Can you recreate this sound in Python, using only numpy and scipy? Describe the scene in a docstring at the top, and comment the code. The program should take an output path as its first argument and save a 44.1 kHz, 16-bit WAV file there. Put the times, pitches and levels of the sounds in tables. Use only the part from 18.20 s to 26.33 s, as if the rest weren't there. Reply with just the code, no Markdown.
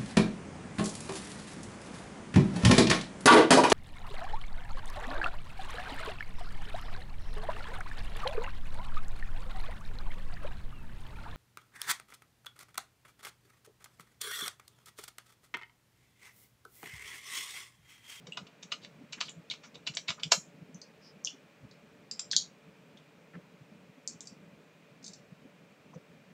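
"""Typing, then a drink at the desk

Someone types a few words on a plastic keyboard, ends on a hard stroke, then picks up a glass and drinks.
Key caps clack into the hollow case: bursts of grainy noise and a clean blow ring its resonances.
Dry snaps, probably of joints, fingertips on the glass and lip clicks are sharp releases through short resonances.
Scuffs are swelling noise, bumps of the desk swelling low tones; a computer fan is coloured noise.
A webcam hears it all in a small room, with echoes from desk, screen and wall."""
import sys
import numpy as np
from scipy import signal
from scipy.fft import rfft, irfft
from scipy.io import wavfile
from scipy.ndimage import uniform_filter1d

SR = 44100
rng = np.random.default_rng(int(sys.argv[2]) if len(sys.argv) > 2 else 0)


def pcm_store(signal):
    """Save signal as 16-bit PCM."""
    levels = np.round(np.clip(np.atleast_2d(signal), -1, 1) * 32767)
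    wavfile.write(sys.argv[1], SR, levels.astype(np.int16).T)


N = 358520

# keystrokes: (time at the stop [s], level [dB], travel from first touch to stop [ms], rattle length [ms],
# key cap resonance [Hz], case knock [dB], treble [dB])
KEYSTROKES = [(0.07, -47, -0.5, 3.914, 3824, 9.5, 4), (0.174, -35, 2, 5.418, 3678, 18.5, -6),
              (.268, -51.5, -1, 9.38, 3025, 12, -4), (.431, -44.5, 4, 3.82, 5874, 6, 2),
              (.522, -29, 3.5, 4.787, 2590, 6, -9.5), (.648, -44.5, 14, 1.581, 3710, 7.5, -8),
              (.930, -37.5, 5, 9.51, 2582, 2, -1.5), (1.012, -27, 6, 1.628, 3237, 11.5, -1.5),
              (1.083, -41.5, 0, 14.83, 3224, 2.5, -14), (1.310, -31.5, 0, 9.275, 3789, -3.5, -8),
              (1.338, -45.5, 1, 3.413, 2170, 9, 0), (1.436, -46.5, -0.5, 23.32, 2074, 19, 0),
              (1.555, -46.5, 10.5, 2.573, 3690, 2.5, -6), (1.673, -29.5, 6, 4.767, 2739, 7, -7),
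              (1.738, -48.5, 0, 15.32, 5045, 4, -1.5), (1.771, -28.5, -0.5, 1.831, 2333, -2, -3.5),
              (1.885, -27.5, 3, 10.34, 2403, 3.5, -13), (1.904, -31, 11, 2.08, 2944, 11.5, 0.5),
              (1.997, -46, 0, 8.74, 3990, 16, -6.5), (2.034, -27.5, 0, 1.585, 2623, -6.5, -5),
              (2.1208, -15, 2.5, 2.9, 5229, 10.5, 7)]
# colour of the plastic keyboard: (frequency [Hz], relative level [dB])
KEYBOARD_COLOUR = [(40, -52.5), (150, -25), (330, -20), (600, -14.5), (850, -16.5), (1200, -12.5),
                   (1750, -10), (2400, -2.5), (4000, -0.5), (5500, -3.5), (7300, -5.5), (8600, -28),
                   (10000, -43), (12000, -42.5), (15500, -66)]
# modes of the keyboard case: (frequency [Hz], width [Hz], lift [dB])
CASE_RESONANCES = [(540, 70, 6), (670, 80, 4), (975, 90, 4), (1240, 140, 6), (1380, 110, 4), (2250, 260, 4),
                   (2880, 200, 4), (3450, 220, 3), (4000, 240, 3), (4500, 200, 2), (5560, 260, 3)]
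# a fingertip meets the cap before the key reaches its stop: softer, thinner and brighter than the blow
TOUCH_DB, TOUCH_KNOCK_DB, TOUCH_TREBLE_DB = -5.5, -10, 2  # relative to the blow
TOUCH_CAP_HZ = 4000

# dry snaps, probably of joints: (time [s], level [dB], main resonance [Hz], second resonance [Hz],
# second resonance re main [dB], width [Hz], crackle length [ms])
JOINT_SNAPS = [(0.1217, -39.5, 2830, 7738, -11.5, 219.7, 2.397), (0.133, -54, 3227, 7596, -8.5, 250, 3.187),
               (1.094, -45, 7373, 3570, -6, 600.4, 2.598), (1.300, -35.5, 3636, 4039, -11.5, 300, 2.7),
               (1.751, -42, 7477, 5047, -12.5, 800, 2.6), (2.545, -51.5, 5979, 6800, -13, 600, 3.01),
               (2.616, -46, 4674, 5600, -9, 600, 3), (3.0482, -29.5, 5790, 6420, -7, 900, 0.8384),
               (3.056, -42.5, 3236, 5735, 3, 600, 1.112), (3.0723, -32.5, 3037, 5120, -12, 550.7, 2.541),
               (3.512, -56.5, 4134, 5330, -8.5, 802, 5.514), (4.114, -27, 4100, 5082, -9.5, 600, 1.769),
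               (4.123, -33.5, 3880, 5849, 1.5, 701, 4.84), (4.132, -31.5, 3429, 1616, -14.5, 222.3, 0.912),
               (4.165, -17.5, 3737, 6303, -5.5, 1400, 1.4957), (4.772, -55.5, 3300, 4300, -14, 600, 8.2)]
EDGE_SHARE = 0.88516  # a snap thins out steeply below this share of its lower resonance
# a joint creaks faintly just before it snaps, if the snap is loud enough
CREAK_LEAD_S, CREAK_DB, CREAK_MS = 0.0072, -26.5, 4.3  # level relative to the snap
CREAK_ABOVE_DB = -31.5
# fingertips meeting the glass: (time [s], level [dB])
GLASS_TAPS = [(3.9125, -34), (3.9935, -31.5)]
# ring shared by all taps: (main resonance [Hz], second resonance [Hz], second re main [dB],
# width [Hz], low edge [Hz])
GLASS_RING = (4972.5, 7296, -1.5, 271, 949)
TAP_CRACKLE_MS = 3.512
# lip clicks while sipping: (time [s], level [dB], crackle length [ms], low edge [Hz])
LIP_CLICKS = [(5.876, -33, 1.174, 4066), (6.007, -43, .4, 3466), (6.072, -43.5, 3.446, 4280),
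              (6.843, -44.5, 8.8, 3680), (6.864, -45, 5.12, 3400), (6.88, -45.5, 2.7255, 3580),
              (6.934, -47.5, 6.645, 3900)]
# ring of the mouth, shared by all clicks: (main resonance [Hz], second resonance [Hz],
# second re main [dB], width [Hz])
LIP_RING = (5199.5, 7200, -3, 1700)
# lips that crackle longer than PEEL_MS peel open with a faint tick first
PEEL_MS, PEEL_LEAD_S, PEEL_DB = 2.6, .016, -14  # level relative to the click
# fade of snaps, taps and clicks above the webcam's treble range: (frequency [Hz], gain [dB])
SNAP_TREBLE = [(7400, 3.5), (8200, -4.5), (9000, -14), (10000, -18), (11500, -23.5), (12800, -37),
               (15500, -44)]

# brief scuffs of skin and glass: (time [s], level [dB], centre [Hz], width [Hz], length [s])
SKIN_SCUFFS = [(0.056, -53.5, 460.3, 199.4, 0.04798), (0.61, -58, 3644, 2197, 0.03703),
               (0.968, -53, 1823, 2002, 0.03355), (1.037, -51.5, 4365, 1996, 0.05816),
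               (1.421, -60.5, 5969, 1199, 0.07646), (1.55, -51.5, 441.6, 159.7, 0.03305),
               (1.969, -54.5, 1227, 901, 0.0457), (2.8, -59.5, 5100, 801, 0.13427),
               (5.127, -52.5, 1510, 1290, 0.04611), (5.122, -54, 427, 221, 0.1135),
               (7.729, -53.5, 900, 501.4, 0.02017), (7.739, -51, 504.4, 130, 0.05498),
               (7.731, -66.5, 6100, 1200, 0.0383)]
# soft low bumps of the desk: (time [s], level [dB], pitch [Hz], length [s])
DESK_BUMPS = [(1.158, -44.5, 165.6, 0.05668), (1.688, -44, 151.2, 0.03744), (1.89, -39, 168.1, 0.02908),
              (2.05, -42.5, 159.3, 0.04184), (2.17, -43, 176.7, 0.02716), (2.405, -44.5, 171.3, 0.03606),
              (2.533, -45.5, 175.9, 0.0526), (3.424, -53.5, 79.9, 0.06002), (3.428, -42.5, 122, 0.03222),
              (5.135, -43, 174.4, 0.0689), (7.116, -44, 169, 0.02171), (7.752, -44, 164, 0.03743)]
# early echoes off desk, screen and wall: (delay [s], gain for keys [dB], gain for snaps [dB])
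EARLY_ECHOES = [(.0011, -10, -9), (.0027, -7, -16), (.0071, -14, -11)]
# colour of fan and room air: (frequency [Hz], relative level [dB])
AIR_COLOUR = [(25, -39.5), (60, -20), (113, -10.5), (144, -0.5), (190, -1), (290, -3.5), (345, -10),
              (440, -8.5), (590, -8), (760, -13.5), (1850, -16), (2500, -16), (3500, -22.5), (5000, -27.5),
              (7500, -31), (10000, -39.5), (15500, -39)]
# resonances of the fan noise: (frequency [Hz], width [Hz], lift [dB])
FAN_RESONANCES = [(162, 27, 4), (187.37, 19, 2), (442.17, 37, 8), (579.78, 32, 5.5), (2423, 160, 4.5),
                  (8180, 25, 10.5)]
AIR_DB = -59
TOP_HZ = 15700  # upper limit of the webcam

# time and frequency grids for single sounds and their filters
SIZE = 16384
T = np.arange(SIZE) / SR
HZ = np.maximum(np.fft.rfftfreq(SIZE, 1 / SR), 1)


def keys(rattle_db=4, slide_db=-12, slide_s=0.0029655, cap_db=5, cap_width_hz=600,
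         knock_hz=1150, knock_width_hz=1100, treble_hz=4900,
         hard_db=-30, hardening=1.1835, boom=0.93405, boom_hz=540, boom_width_hz=330):
    """Each stem slides, strikes its stop and rattles; cap and hollow case ring with it."""
    out = np.zeros(N)
    lead = SIZE // 16  # room for the slide ahead of the blow
    age = T - T[lead]
    body = contour(KEYBOARD_COLOUR) + sum(db * bell(hz, width) for hz, width, db in CASE_RESONANCES)
    top = above(8800, order=20)
    for s, db, ms, cap_hz, knock_db, treble_db in key_impacts():
        grains = rng.standard_normal(SIZE) * undb(3 * rng.standard_normal(SIZE))
        rattle = grains * (age >= 0) * fade(age, ms)
        slide = grains * (age < 0) * np.exp(-np.abs(age) / slide_s)
        blow = 1. * (age == 0)
        force = impact(rattle, rattle_db) + impact(slide, slide_db)
        force += impact(blow, -10 * np.log10(ms))  # a short contact puts more into one clean blow

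        colour = body + cap_db * bell(cap_hz, cap_width_hz)
        colour += knock_db * bell(knock_hz, knock_width_hz)
        colour += treble_db * above(treble_hz, order=12) * (1 - top)
        # each dB of extra hardness lifts the highest treble and the boom of the case
        hardness_db = max(db - hard_db, 0)
        colour += hardness_db * (hardening * top + boom * bell(boom_hz, boom_width_hz))
        add(out, s - T[lead], impact(through(force, ring(colour)), db))
    return out


def key_impacts():
    """A key with enough travel sounds at touch and stop; the cap chatters for as long as it travels."""
    for s, db, travel_ms, ms, cap_hz, knock_db, treble_db in KEYSTROKES:
        yield s, db, ms, cap_hz, knock_db, treble_db
        if travel_ms > 1:
            touch_s = s - travel_ms / 1000
            touch_knock_db = knock_db + TOUCH_KNOCK_DB
            touch_treble_db = treble_db + TOUCH_TREBLE_DB
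            yield touch_s, db + TOUCH_DB, travel_ms, TOUCH_CAP_HZ, touch_knock_db, touch_treble_db


def snaps(body_db=-36, crackle_db=-1.5):
    """A sudden release and a brief crackle ring two short resonances, with hardly any bass."""
    out = np.zeros(N)
    for s, db, hz, second_hz, second_db, width, edge_hz, ms in releases():
        power = bell(hz, width) + undb(second_db) ** 2 * bell(second_hz, width)
        power = power * above(edge_hz, order=26)
        power += undb(body_db) ** 2 * above(660, order=4)  # a faint broad body under the ring
        colour = 10 * np.log10(power) + contour(SNAP_TREBLE)

        release = 1. * (T == 0)
        crackle = rng.standard_normal(SIZE) * fade(T, ms)
        force = impact(release, 0) + impact(crackle, crackle_db + 10 * np.log10(ms))
        add(out, s, impact(through(force, ring(colour)), db))
    return out


def releases():
    """Every joint has its own ring; taps share one, and lip clicks share that of the mouth."""
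    for s, db, hz, second_hz, second_db, width, ms in JOINT_SNAPS:
        joint_ring = hz, second_hz, second_db, width, EDGE_SHARE * min(hz, second_hz)
        yield s, db, *joint_ring, ms
        if db > CREAK_ABOVE_DB:
            yield s - CREAK_LEAD_S, db + CREAK_DB, *joint_ring, CREAK_MS
    for s, db in GLASS_TAPS:
        yield s, db, *GLASS_RING, TAP_CRACKLE_MS
    for s, db, ms, edge_hz in LIP_CLICKS:
        yield s, db, *LIP_RING, edge_hz, ms
        if ms > PEEL_MS:
            yield s - PEEL_LEAD_S, db + PEEL_DB, *LIP_RING, edge_hz, ms


def scuffs():
    """Short rubs: friction noise in one broad resonance."""
    out = np.zeros(N)
    for s, db, hz, width, length in SKIN_SCUFFS:
        response = ring(20 * np.log10(bell(hz, width)))
        friction = unit(through(rng.standard_normal(SIZE), response))
        add(out, s, undb(db) * swell(length) * friction)
    return out


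def bumps(rumble_db=-9, faint_db=-51.5, faint_hz=205, faint_s=0.037, count=30):
    """Soft pushes set the desk swinging for a few cycles; fainter ones come at random."""
    out = np.zeros(N)
    faint = []
    for when, loud, high in rng.random((count, 3)):
        # spread over the scene, 6 dB and one octave
        faint.append((when * N / SR, faint_db + 6 * (loud - .5), faint_hz * 2 ** (high - .5), faint_s))
    for s, db, hz, length in list(DESK_BUMPS) + faint:
        response = ring(20 * np.log10(bell(hz, hz) * above(hz / 2, order=4)))
        rumble = unit(through(rng.standard_normal(SIZE), response))
        swing = np.sin(2 * np.pi * hz * T)
        add(out, s, undb(db) * swell(length) * (swing + undb(rumble_db) * rumble))
    return out


def room(x, echo_db, tail_db, low_t60, high_t60, split_hz, build_s=0.0011):
    """Direct sound, three near echoes and a short tail of scattered reflections."""
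    early = 1. * (T == 0)
    for (delay, *_), db in zip(EARLY_ECHOES, echo_db):
        early[int(delay * SR)] += undb(db)
    noise = rng.standard_normal(SIZE) * undb(5 * rng.standard_normal(SIZE))
    high = irfft(rfft(noise) * above(split_hz, order=8))
    low = noise - high
    # each band falls by 60 dB in its own time [s]
    tail = low * undb(-60 * T / low_t60) + high * undb(-60 * T / high_t60)
    tail *= 1 - np.exp(-(T / build_s) ** 2)
    response = early / np.linalg.norm(early) + undb(tail_db) * tail / np.linalg.norm(tail)
    return through(x, response)


def air(flutter_db=3.0, flutter_hz=14):
    """Steady fan hiss over a low room rumble that flutters."""
    colour = contour(AIR_COLOUR) + sum(db * bell(hz, width) for hz, width, db in FAN_RESONANCES)
    noise = unit(signal.fftconvolve(rng.standard_normal(N + SIZE - 1), ring(colour), "valid"))
    rumble = signal.sosfiltfilt(signal.butter(2, 350, fs=SR, output="sos"), noise)
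    hiss = noise - rumble
    # random levels, flutter_hz of them a second, joined by straight lines
    flutter = np.interp(np.arange(N) / SR * flutter_hz, np.arange(SIZE), rng.standard_normal(SIZE))
    return undb(AIR_DB) * (hiss + rumble * undb(flutter_db * flutter))


def suppress(x, depth_db=5, threshold_db=13, from_hz=3200):
    """Short-time transform and back: the band weighting compares frequencies in cycles per sample with a limit
    in Hz, so the gain stays at 1 and no band is turned down."""
    hz, _, frames = signal.stft(x, nperseg=256)
    hz = hz * 1  # same frequency scale as the transform returns
    power = uniform_filter1d(np.abs(frames) ** 2, size=7, axis=-2)  # smooth across bands
    power = uniform_filter1d(power, size=3, axis=-1)  # then across time
    usual = np.median(power, axis=-1, keepdims=True)
    excess = power / usual / undb(threshold_db) ** 2
    treble = 1 - 1 / (1 + (hz[:, None] / from_hz) ** 8)
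    gain = undb(-depth_db * treble / (1 + excess ** 2))
    return signal.istft(frames * gain)[1][..., :N]


def undb(db):
    """Decibels to gain."""
    return 10 ** (np.asarray(db) / 20)


def unit(x):
    """Scale to rms 1."""
    return x / np.sqrt(np.mean(x ** 2))


def contour(points):
    """Join (frequency [Hz], level [dB]) points on a log-frequency axis."""
    hz, db = np.transpose(points)
    return np.interp(np.log(HZ), np.log(hz), db)


def bell(hz, width):
    """Resonance curve, 1 at its centre and half that at the edges of its width."""
    return 1 / (1 + (2 * (HZ - hz) / width) ** 2)


def above(hz, order):
    """Smooth step from 0 to 1 around a frequency."""
    return 1 / (1 + (hz / HZ) ** order)


def ring(db):
    """Causal (minimum-phase) impulse response of a gain curve, by folding its cepstrum."""
    cepstrum = irfft(db * np.log(10) / 20)
    cepstrum[1:SIZE // 2] *= 2
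    cepstrum[SIZE // 2 + 1:] = 0
    return irfft(np.exp(rfft(cepstrum)))


def through(x, response):
    """Filter a sound, keeping its length."""
    return signal.fftconvolve(x, response)[:len(x)]


def fade(age, ms):
    """A rattle holds briefly, then dies away: down to 1/e at its length in milliseconds."""
    return np.exp(-(1000 * age / ms) ** 2)


def swell(length):
    """One smooth push of a given length in seconds."""
    return np.sin(np.pi * np.minimum(T / length, 1)) ** 1.5


def impact(x, db):
    """Give a hit the energy of 5 ms at this level."""
    return x * undb(db) * np.sqrt(.005 * SR / np.sum(x ** 2))


def add(out, s, x):
    """Mix a sound in at a time; whatever lies outside the scene is dropped."""
    start = int(s * SR)
    x, start = x[max(-start, 0):], max(start, 0)
    out[start:start + len(x)] += x[:N - start]


def scene():
    """Keys close by, snaps a little further off, all in one small room."""
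    _, key_echo_db, snap_echo_db = np.transpose(EARLY_ECHOES)
    typing = room(keys(), key_echo_db, tail_db=-2.5, low_t60=0.11925, high_t60=0.22, split_hz=6266)
    snapping = room(snaps(), snap_echo_db, tail_db=-3.0, low_t60=0.13472, high_t60=0.18135, split_hz=3026)
    return (typing + snapping + scuffs() + bumps() + air())[None]


def record(dry, low_hz=36):
    """The webcam cuts the deepest bass and cuts the top."""
    thin = signal.sosfilt(signal.butter(2, low_hz, "high", fs=SR, output="sos"), dry)
    return signal.sosfilt(signal.ellip(10, .2, 70, TOP_HZ, fs=SR, output="sos"), suppress(thin))


dry = scene()
out = record(dry)
pcm_store(out)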